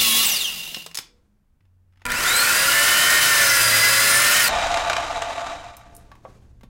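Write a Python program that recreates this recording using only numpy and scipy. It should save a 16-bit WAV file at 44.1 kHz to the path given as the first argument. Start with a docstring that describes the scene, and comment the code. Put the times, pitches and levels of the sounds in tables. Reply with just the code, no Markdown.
"""A miter saw snarls through the last of a plywood cut, close up, at about four times natural speed.
The motor brakes and the board is flipped onto the table; fast motion raises the saw's pitch.
At about double speed the motor kicks in, whines up and sags as the ringing blade bites again.
At natural speed it runs down with rattling gears, and the board is slid away. The saw's voice
is rushing air, tooth and gear impacts and shaft tones, all sounding through its housing."""
import sys
import numpy as np
from scipy import signal
from scipy.fft import rfft, irfft, next_fast_len
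from scipy.io import wavfile
from scipy.ndimage import uniform_filter1d

SR = 44100
rng = np.random.default_rng(int(sys.argv[2]) if len(sys.argv) > 2 else 0)


def wrap_up_sound(samples):
    """Save the sound to the file named by the first command line argument, as 16-bit audio."""
    columns = np.atleast_2d(samples).T
    # keep every value between -1 and 1, then stretch to whole-number steps
    tamed = np.clip(columns, -1, 1)
    steps = np.round(tamed * 32767).astype(np.int16)
    wavfile.write(sys.argv[1], SR, steps)


N = 295029
FFT_SIZE = next_fast_len(N)
TIME, HZ = np.arange(N) / SR, np.fft.rfftfreq(FFT_SIZE, 1 / SR)
BRAKE_SPAN, CUT_SPAN, COAST_SPAN = (0, 1.44), (2.053, 4.485), (4.485, 6.69)  # start_s, end_s
BRAKE_PACE, CUT_PACE = 4.13, 2.05  # times natural speed
FIRST_START_S = -1.5  # the saw is already running when the scene opens


def amp(db):
    return 10 ** (np.asarray(db) / 20)


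def unit_rms(x):
    return x / np.sqrt(np.mean(x ** 2) + 1e-20)


def curve(points, hz):
    """Interpolate a table on a log-frequency axis."""
    points_hz, values = np.transpose(points)
    return np.interp(np.log(hz + 1), np.log(points_hz + 1), values)


def gate(start_s, end_s):
    """A gate with 3 ms edges."""
    return uniform_filter1d(1. * ((TIME >= start_s) & (TIME < end_s)), size=132)


def fade(start_s, db_per_s):
    """Full level until start_s, then a steady fade."""
    return amp(-db_per_s * np.maximum(TIME - start_s, 0))


def place(mix, start_s, sound):
    part = mix[round(start_s * SR):][:len(sound)]
    part += sound[:len(part)]


def resonance_db(modes, pace):
    """EQ curve of a set of resonances, pitched by the pace."""
    return sum(db / (1 + ((HZ - hz * pace) / (width * pace / 2)) ** 2) for hz, width, db in modes)


def eq(x, gain_db, size=4096):
    """Minimum-phase EQ with its highest point set to unity gain."""
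    gain = np.interp(np.fft.rfftfreq(size, 1 / SR), HZ, gain_db)
    log_gain = np.log(amp(np.maximum(gain - gain.max(), -100)))
    mirrored = np.concatenate([log_gain, log_gain[-2:0:-1]])
    taps = np.fft.ifft(np.exp(np.conj(signal.hilbert(mirrored)))).real
    return signal.oaconvolve(x, taps)[:len(x)]


def wander(rate_hz):
    """A smooth random modulator, rms about 1."""
    knots = rng.standard_normal(8192)
    return 1.2 * np.interp(TIME * 2 * rate_hz % len(knots), np.arange(len(knots)), knots)


def smeared_tone(cycles, width_hz):
    """A tone blurred into a narrow band of noise."""
    phase = 2 * np.pi * cycles
    return wander(width_hz / 2) * np.cos(phase) + wander(width_hz / 2) * np.sin(phase)


def burst(t60_s, size=8192):
    """The fast-dying noise of an impact."""
    return rng.standard_normal(size) * amp(-60 * np.arange(size) / SR / max(t60_s, .002))


def since(start_s):
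    """Natural seconds gone by since start_s, whatever the pace."""
    edges = [FIRST_START_S, BRAKE_SPAN[1], *COAST_SPAN]
    clock = np.cumsum([0, *(np.diff(edges) * [BRAKE_PACE, CUT_PACE, 1])])
    return np.maximum(np.interp(TIME, edges, clock) - np.interp(start_s, edges, clock), 0)


# Spin-up, a quick kick and a slow climb: share_of_speed, time_constant_s (natural time)
SPIN_UP_STAGES = [(.271, .0797 * CUT_PACE), (.729, .3275 * CUT_PACE)]
def saw_run(on_s, enter_s, deepest_s, clear_s, off_s, sag=.13, brake_s=1.92):
    """Speed and load, both 0-1: the motor spins up, sags in the wood and is braked."""
    depth = np.interp(np.minimum(TIME, off_s), [enter_s, deepest_s, clear_s], [0, 1, 0])
    load = np.sin(np.pi / 2 * depth) ** 2
    spin = sum(share * (1 - np.exp(-since(on_s) / rise_s)) for share, rise_s in SPIN_UP_STAGES)
    speed = spin * (1 - sag * load) / (1 + since(off_s) / brake_s) ** 3
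    return np.maximum(speed, .01), load * np.exp(-since(off_s) / .05)


def effort(run, full_speed_db, per_decade_db, load_db):
    """A layer's gain rides the saw's speed (dB per tenfold rise) and its load."""
    speed, load = run
    return amp(full_speed_db + per_decade_db * np.log10(speed) + load_db * load)


# Ring of housing and guard at natural speed: pitch_hz, width_hz, boost_db
HOUSING_MODES = [(689, 40, 9), (880, 40, 7), (1000, 50, 2), (1170, 80, 6), (1490, 60, 3), (2380, 110, 4),
                 (2750, 80, 2), (3850, 300, 3.5), (4750, 200, 2)]
# Colour of the roar in each passage: frequency_hz, gain_db
BRAKE_EQ = [(59, -49), (100, -16.5), (189, -10), (224, -7.5), (265, -14.5), (832, -15), (1100, -15),
            (1540, -17.5), (3370, -6.5), (4430, -10.5), (6920, -5), (9910, -5), (15800, -4)]
CUT_EQ = [(59, -56), (100, -20), (150, -22.5), (396, -21), (556, -19), (849, -18.5), (1100, -8),
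          (1240, -10.5), (1410, -0.5), (1780, -5), (3370, -10), (5030, -9.5), (5840, -11.5), (7850, -11),
          (15800, -17)]
COAST_EQ = [(59, -34), (100, -17.5), (224, -38.5), (282, -14.5), (364, -28.5), (580, -10.5), (687, -5.5),
            (764, -6.5), (985, -13.5), (1170, -10.5), (1380, -10), (3820, -17.5), (4430, -22.5),
            (7060, -22.5), (15800, -53)]
# Its mid ring, low body and top hiss, a row each: full_speed_db, per_decade_db, load_db
BRAKE_BANDS = [(-20.5, 21.5, -1.5), (-36.5, 17.5, 0.5), (-18.5, 24.5, 1.5)]
CUT_BANDS = [(-22, 16, 0.27), (-34.5, 10, 0.35), (-18, 35, 1.9)]
COAST_BANDS = [(-20, 19.7, 0.0049), (-44.5, 5.5, 0), (-23, 25.4, 0)]
def saw_roar(run, levels, colour, pace, ring, rattle, rattles_per_s, spread_db, throb_db):
    """Rushing air and small impacts of teeth and gears sound through the housing."""
    impacts = amp(spread_db * np.minimum(rng.exponential(1, N), 3))
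    impacts *= rng.random(N) < rattles_per_s / SR
    clatter_power = signal.lfilter([1], [1, -np.exp(-pace / (.0022 * SR))], impacts ** 2)  # brief tails
    air = rng.standard_normal(N)
    clatter = unit_rms(np.sqrt(clatter_power) * rng.standard_normal(N))
    rush = (air + rattle * clatter) * amp(throb_db * wander(22 * pace))
    spectrum = rfft(eq(rush, curve(colour, HZ) + ring * resonance_db(HOUSING_MODES, pace)), FFT_SIZE)
    above_body, above_ring = (1 / (1 + (edge_hz * pace / (HZ + 1)) ** 6) for edge_hz in (440, 1280))
    bands = above_body - above_ring, 1 - above_body, above_ring
    return sum(effort(run, *level) * unit_rms(irfft(spectrum * band, FFT_SIZE)[:N])
               for level, band in zip(levels, bands))


def through_housing(x, pace, low_cut_db):
    """A gliding tone flares as it crosses the housing's modes and the table's lowest."""
    gain_db = resonance_db(HOUSING_MODES + TABLE_MODES[:1], pace)
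    gain_db += curve([(350, low_cut_db), (620, .0031)], HZ / pace)
    return amp(gain_db.max()) * eq(x, gain_db)


DRONE, WHINE, WHISTLE = .0684, 1, 1.665  # multiples of the whine's pitch
# Blade drone, whine and upper whistle: whine_multiple, full_speed_db, per_decade_db, load_db
LEAD_TONES = [(DRONE, -53.5, 25, 11), (WHINE, -32, 62, 2.6), (WHISTLE, -35, 36, -13)]
# Overtones of the gear mesh: mesh_multiple, level_db, width_hz (at CUT_PACE)
MESH_PARTIALS = [(1, -3, 150), (1.97, -2, 240), (3, -3, 340)]
# How the gear case passes the mesh tone at natural speed: pitch_hz, gain_db
GEAR_CASE_EQ = [(200, -64), (550, -50), (720, -30), (1150, -34), (1640, -33.5), (1880, -24), (2070, -26),
                (2250, -39), (2370, -30), (2500, -35), (2650, -39.5)]
# Weaker tones of blade, armature and fan: whine_multiple, level_db
SHAFT_PARTIALS = [(.324, -18), (.380, -18), (.528, -26), (.589, -18), (.650, -22), (.680, -19), (.766, -17),
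                  (.826, -20), (.956, -19), (1.151, -12), (1.217, -14), (1.298, -22), (1.568, -15),
                  (5.43, -15), (5.84, -18), (8.8, -18)]
def motor(run, pace, whine_db, mesh_db, chatter_db, braking_db, shaft_db, shaft_per_decade_db,
          flutter, flicker_db):
    """Whine and gear tones are locked to one shaft and flutter as the gears chatter."""
    speed, load = run
    natural_whine_hz, mesh_ratio = 928.9, 2.94
    whine_hz = natural_whine_hz * pace * speed
    cycles = np.cumsum(whine_hz * (1 + .0007 * wander(30))) / SR

    def tone(multiple):
        pure = np.sqrt(2) * np.sin(2 * np.pi * multiple * cycles)
        blur = flutter * smeared_tone(multiple * cycles, 10 * pace)
        return (pure + blur) * (multiple * whine_hz < SR / 2)

    whine = amp(whine_db) * sum(effort(run, *level) * tone(k) for k, *level in LEAD_TONES)
    chatter = np.zeros(N)
    for k, db, width_hz in MESH_PARTIALS:
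        partial = smeared_tone(k * mesh_ratio * cycles, width_hz * pace / CUT_PACE)
        brightening = speed ** (.55 * (k - 1))
        chatter += amp(db) * brightening * partial * (k * mesh_ratio * whine_hz < SR / 2)
    chatter = through_housing(chatter * amp(flicker_db * wander(12 * pace)), pace, low_cut_db=-16.5)
    # Free gears chatter in their backlash, harder under the brake; loaded ones run tight and sing.
    slowing = np.clip(-np.gradient(speed) * SR / pace, 0, 1)
    chatter *= amp(chatter_db + braking_db * slowing) * (1 - load / 2) ** 2
    singing = amp(mesh_db + 9 * load) * speed * tone(mesh_ratio)
    gears = (singing + chatter) * amp(curve(GEAR_CASE_EQ, mesh_ratio * whine_hz / pace))
    shaft = sum(amp(db) * tone(k) for k, db in SHAFT_PARTIALS)
    shaft *= effort(run, shaft_db, shaft_per_decade_db, load_db=1.1)
    return gears + through_housing(whine + shaft, pace, low_cut_db=-1.5)


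def guard_ring(run, pitch_hz=2800):
    """Rattling gears keep the guard ringing almost to the standstill."""
    return effort(run, -29, per_decade_db=10, load_db=0) * smeared_tone(pitch_hz * TIME, width_hz=230)


# Switching jolts the bench: start_s, level_db, fade_db_per_s
BENCH_JOLTS = [(.225, -56.5, 14), (2.054, -35.5, 47.5), (4.5, -36, 17.5)]
# Colour of the low end: frequency_hz, gain_db
RUMBLE_EQ = [(10, -13), (25, -3.5), (38, -6.5), (70, -7), (110, -17), (200, -20.5), (500, -45.5),
             (2000, -97)]
def rumble(speed):
    """The shop, the jolted bench and the blade's draught share one deep noise."""
    shop = amp(np.where(TIME < COAST_SPAN[0], -63.5, -51))
    jolt_power = sum((amp(db) * gate(start_s, COAST_SPAN[1]) * fade(start_s, db_per_s)) ** 2
                     for start_s, db, db_per_s in BENCH_JOLTS)
    draught = amp(-48) * speed
    spectrum = rfft(rng.standard_normal(N), FFT_SIZE) * amp(curve(RUMBLE_EQ, HZ))
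    return np.sqrt(shop ** 2 + jolt_power + draught ** 2) * unit_rms(irfft(spectrum, FFT_SIZE)[:N])


# Faint low hums: start_s, end_s, pitch_hz, level_db
SHOP_HUMS = [(.5, .95, 164.4, -57.5), (1.1, 1.2, 488, -69), (1.25, 1.438, 205, -70.5), (1.62, 2.1, 92, -58),
             (4.5, 6.796, 117.5, -58.5)]
# Colour of the still air: frequency_hz, gain_db
AIR_EQ = [(120, -27), (200, -3), (400, -13.5), (1400, -18.5), (4000, -30), (15800, -32.5)]
def room_tone(air_db=-77):
    """Wavering hums come and go over the still air of the shop."""
    hums = np.zeros(N)
    for start_s, end_s, pitch_hz, db in SHOP_HUMS:
        swell = uniform_filter1d(gate(start_s, end_s), size=3000)
        cycles = np.cumsum(pitch_hz * (1 + .02 * wander(11))) / SR
        hums += amp(db) * swell * np.sqrt(2) * np.sin(2 * np.pi * cycles)
    return hums + amp(air_db) * unit_rms(eq(rng.standard_normal(N), curve(AIR_EQ, HZ)))


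# Ring of board and table, before pitching: pitch_hz, width_hz, boost_db
TABLE_MODES = [(263, 14, 8), (388, 11, -8), (421, 10, 0), (835, 53, 3.5), (1260, 68, 12.5),
               (1364, 41, -1.5), (2380, 190, 3.5)]
def knock(start_s, peak_db, centre_hz, rolloff_db):
    """One hit, coloured by the modes of board and table; brighter hits die sooner."""
    octaves = np.log2((HZ + 150) / centre_hz)
    band_db = -rolloff_db * np.maximum(octaves, -.97 * octaves)
    tilt_db = curve([(40, -13), (150, 4), (11000, -15), (16000, -15)], HZ)
    ring, pace = (.53, BRAKE_PACE) if start_s < COAST_SPAN[0] else (1, .9)
    strike = burst(t60_s=.043 * (1000 / centre_hz) ** .19)
    hit = eq(strike, band_db + tilt_db + ring * resonance_db(TABLE_MODES, pace))
    return amp(peak_db) * hit / abs(hit).max()


# Wood hits: start_s, peak_db, centre_hz, rolloff_db_per_octave
BOARD_HITS = [(0.745, -15.5, 3870, 12.5), (.768, -26, 3800, 0.5), (.863, -21.5, 3800, 3.5),
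              (0.913, -31.5, 3100, 6), (.946, -22, 6500, 8), (0.953, -17.5, 6700, 8),
              (0.973, -13.5, 6400, 9.5), (.987, -14, 5100, 5.5), (5.768, -31, 10000, 5),
              (5.95, -38, 9900, 22), (5.965, -33.5, 10000, 20), (6.116, -33.5, 1497, 7.5),
              (6.153, -40, 1190, 4.5), (6.251, -26.5, 870, 15), (6.61, -45.5, 1990, 3),
              (6.633, -37.5, 406, 3.5)]
def board_knocks():
    """The board knocks on table and fence, and splinters snap."""
    track = np.zeros(N)
    for start_s, *hit in BOARD_HITS:
        place(track, start_s, knock(start_s, *hit))
    return track


# Pushes of the board: start_s, length_s, level_db
BOARD_PUSHES = [(0.957, 0.38, -62.5), (5.85, 0.53, -55.5), (6.219, 0.38, -56.5)]
# Colour of the scrape: frequency_hz, gain_db
SCRAPE_EQ = [(60, 1), (130, 1.5), (300, 5), (700, -6), (1500, -12), (3000, -19), (7000, -20.5),
             (15000, -35)]
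def board_slides(attack_s=.035, fade_db=-16, grain_db=1.5):
    """Wood scrapes over the table: each quick push slows down."""
    envelope = np.zeros(N)
    for start_s, length_s, db in BOARD_PUSHES:
        age = TIME - start_s
        envelope += np.clip(age / attack_s, 0, 1) * amp(db + fade_db * np.clip(age / length_s, 0, 3) ** 2)
    grain = rng.standard_normal(N) * amp(grain_db * wander(40))
    return envelope * unit_rms(eq(grain, curve(SCRAPE_EQ, HZ)))


# Small ticks before the restart: start_s, peak_db
GRIP_TICKS = [(1.606, -60), (1.653, -61), (1.925, -61), (1.935, -59), (1.958, -58), (1.973, -54),
              (1.996, -57), (2.008, -56), (2.018, -41)]
def handle_ticks():
    """The hand takes up handle and trigger."""
    track = np.zeros(N)
    for start_s, db in GRIP_TICKS:
        place(track, start_s, knock(start_s, db, centre_hz=1990, rolloff_db=8))
    return track


# Mains harmonics as heard in fast motion: pitch_hz, level_db (before trim)
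MAINS_PARTIALS = [(246, -37.5), (492, -40), (984, -34.5), (1476, -49)]
def inrush_buzz(trim_db=-1.5, decay_s=.13):
    """Inrush current shakes the stalled motor, dying away as it gathers speed."""
    buzz = sum(amp(db) * np.sqrt(2) * np.sin(2 * np.pi * hz * TIME) for hz, db in MAINS_PARTIALS)
    return amp(trim_db) * np.exp(-np.maximum(TIME - CUT_SPAN[0], 0) / decay_s) * buzz


# Gear hits at start-up and in braking: start_s, peak_db (before trim)
GEAR_HITS = [(2.054, -14.5), (2.064, -13), (2.103, -15.5), (2.119, -9), (2.167, -24), (2.207, -17.5),
             (4.742, -7.5), (4.772, -9), (4.898, -3.5), (4.931, -10), (4.966, -7.5), (5.221, -11.5),
             (5.466, -25)]
def gear_clanks(trim_db=-1):
    """Gears slam across their backlash and ring the housing."""
    track = np.zeros(N)
    starting = curve(CUT_EQ, HZ) + 2.1 * resonance_db(HOUSING_MODES, CUT_PACE)
    coasting = curve(COAST_EQ, HZ) + resonance_db(HOUSING_MODES, 1)
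    for start_s, db in GEAR_HITS:
        colour, pace = (starting, CUT_PACE) if start_s < COAST_SPAN[0] else (coasting, 1)
        hit = eq(burst(t60_s=.032 / pace), colour)
        place(track, start_s, amp(db + trim_db) * hit / abs(hit).max())
    return track


# Ring of the steel disc as heard in the cut: pitch_hz, width_hz, level_db (before trim)
BLADE_MODES = [(2030, 60, -32), (2593, 18, -39), (3362, 22, -40), (4049, 50, -37), (5520, 60, -43),
               (6201, 20, -35), (8593, 45, -39), (9500, 500, -32), (11219, 30, -39), (11350, 200, -40)]
def blade_ring(run, trim_db=-1, squeal_db=6):
    """Teeth in the wood keep the disc ringing; now one mode squeals, now another."""
    _, load = run
    modes = sum(amp(db + squeal_db * wander(3)) * smeared_tone(hz * TIME, width_hz)
                for hz, width_hz, db in BLADE_MODES)
    return amp(trim_db) * np.sqrt(load) * modes


def with_close_echoes(x, count=14):
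    """Echoes off fence, guard and bench ripple the treble."""
    taps = np.zeros(600)
    taps[rng.integers(40, len(taps), count)] = .1 * rng.choice([-1, 1], count)
    treble = signal.sosfilt(signal.butter(2, 2200, "high", fs=SR, output="sos"), x)
    return x + signal.oaconvolve(treble, taps)[:N]


# Reverb time of the workshop: frequency_hz, t60_s
SHOP_DECAY = [(150, 0.2), (1000, 0.29), (5000, 0.27), (15000, 0.15)]
def shop_reverb(x, predelay_s=.004):
    """Dense reflections, each band dying at its own speed."""
    taps = rng.standard_normal(SR // 2) * (np.arange(SR // 2) > predelay_s * SR)
    hz, age, bands = signal.stft(taps, SR, nperseg=256)
    tail = signal.istft(bands * amp(-60 * age / curve(SHOP_DECAY, hz)[:, None]), SR, nperseg=256)[1]
    return signal.fftconvolve(x, tail / np.linalg.norm(tail))[:N]


def scene():
    """Two runs of the saw in three passages, with the board handled after each run."""
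    first = saw_run(FIRST_START_S, enter_s=-.18, deepest_s=.135, clear_s=.34, off_s=.225)
    second = saw_run(on_s=2.034, enter_s=3.064, deepest_s=3.731, clear_s=4.679, off_s=4.405)
    braking = gate(*BRAKE_SPAN) * fade(.814, db_per_s=170)
    cutting = gate(*CUT_SPAN)
    coasting = gate(*COAST_SPAN) * fade(5.514, db_per_s=46.7)

    roar = braking * saw_roar(first, BRAKE_BANDS, BRAKE_EQ, BRAKE_PACE, ring=.88,
                              rattle=.28, rattles_per_s=460, spread_db=4.5, throb_db=1.5)
    roar += cutting * saw_roar(second, CUT_BANDS, CUT_EQ, CUT_PACE, ring=.5,
                               rattle=.58, rattles_per_s=900, spread_db=3.5, throb_db=1.07)
    roar += coasting * saw_roar(second, COAST_BANDS, COAST_EQ, pace=1, ring=1.53,
                                rattle=1, rattles_per_s=200, spread_db=-1, throb_db=.5)
    tones = braking * motor(first, BRAKE_PACE, whine_db=4.5, mesh_db=-8.5, chatter_db=2, braking_db=4,
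                            shaft_db=-20, shaft_per_decade_db=44, flutter=.52, flicker_db=4)
    tones += cutting * motor(second, CUT_PACE, whine_db=5, mesh_db=-2, chatter_db=-2, braking_db=12.5,
                             shaft_db=-20, shaft_per_decade_db=46.5, flutter=.35, flicker_db=2.7)
    tones += coasting * motor(second, pace=.95, whine_db=-2, mesh_db=-19, chatter_db=-21, braking_db=6,
                              shaft_db=-21.5, shaft_per_decade_db=86, flutter=.92, flicker_db=1.5)
    tones += cutting * (blade_ring(second) + inrush_buzz())
    tones += braking * guard_ring(first)
    foley = board_knocks() + handle_ticks() + gear_clanks() + board_slides()
    speed = braking * first[0] + (cutting + coasting) * second[0]

    mono = with_close_echoes(roar) + tones + foley
    mono += amp(-10) * shop_reverb(foley) + amp(-9) * gate(0, CUT_SPAN[1]) * shop_reverb(tones)
    mono += rumble(speed) + room_tone()
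    return np.array([mono, mono])


def record(dry, ceiling=.29, top_hz=15900):
    """A soft clip rounds off the loud saw; a low-pass trims the very top."""
    squashed = dry / (1 + (dry / ceiling) ** 6) ** (1 / 6)
    low_pass = signal.firwin(511, top_hz, window=("kaiser", 9), fs=SR)
    return signal.oaconvolve(squashed, low_pass[None], "same", axes=1)


dry = scene()
out = record(dry)
wrap_up_sound(out)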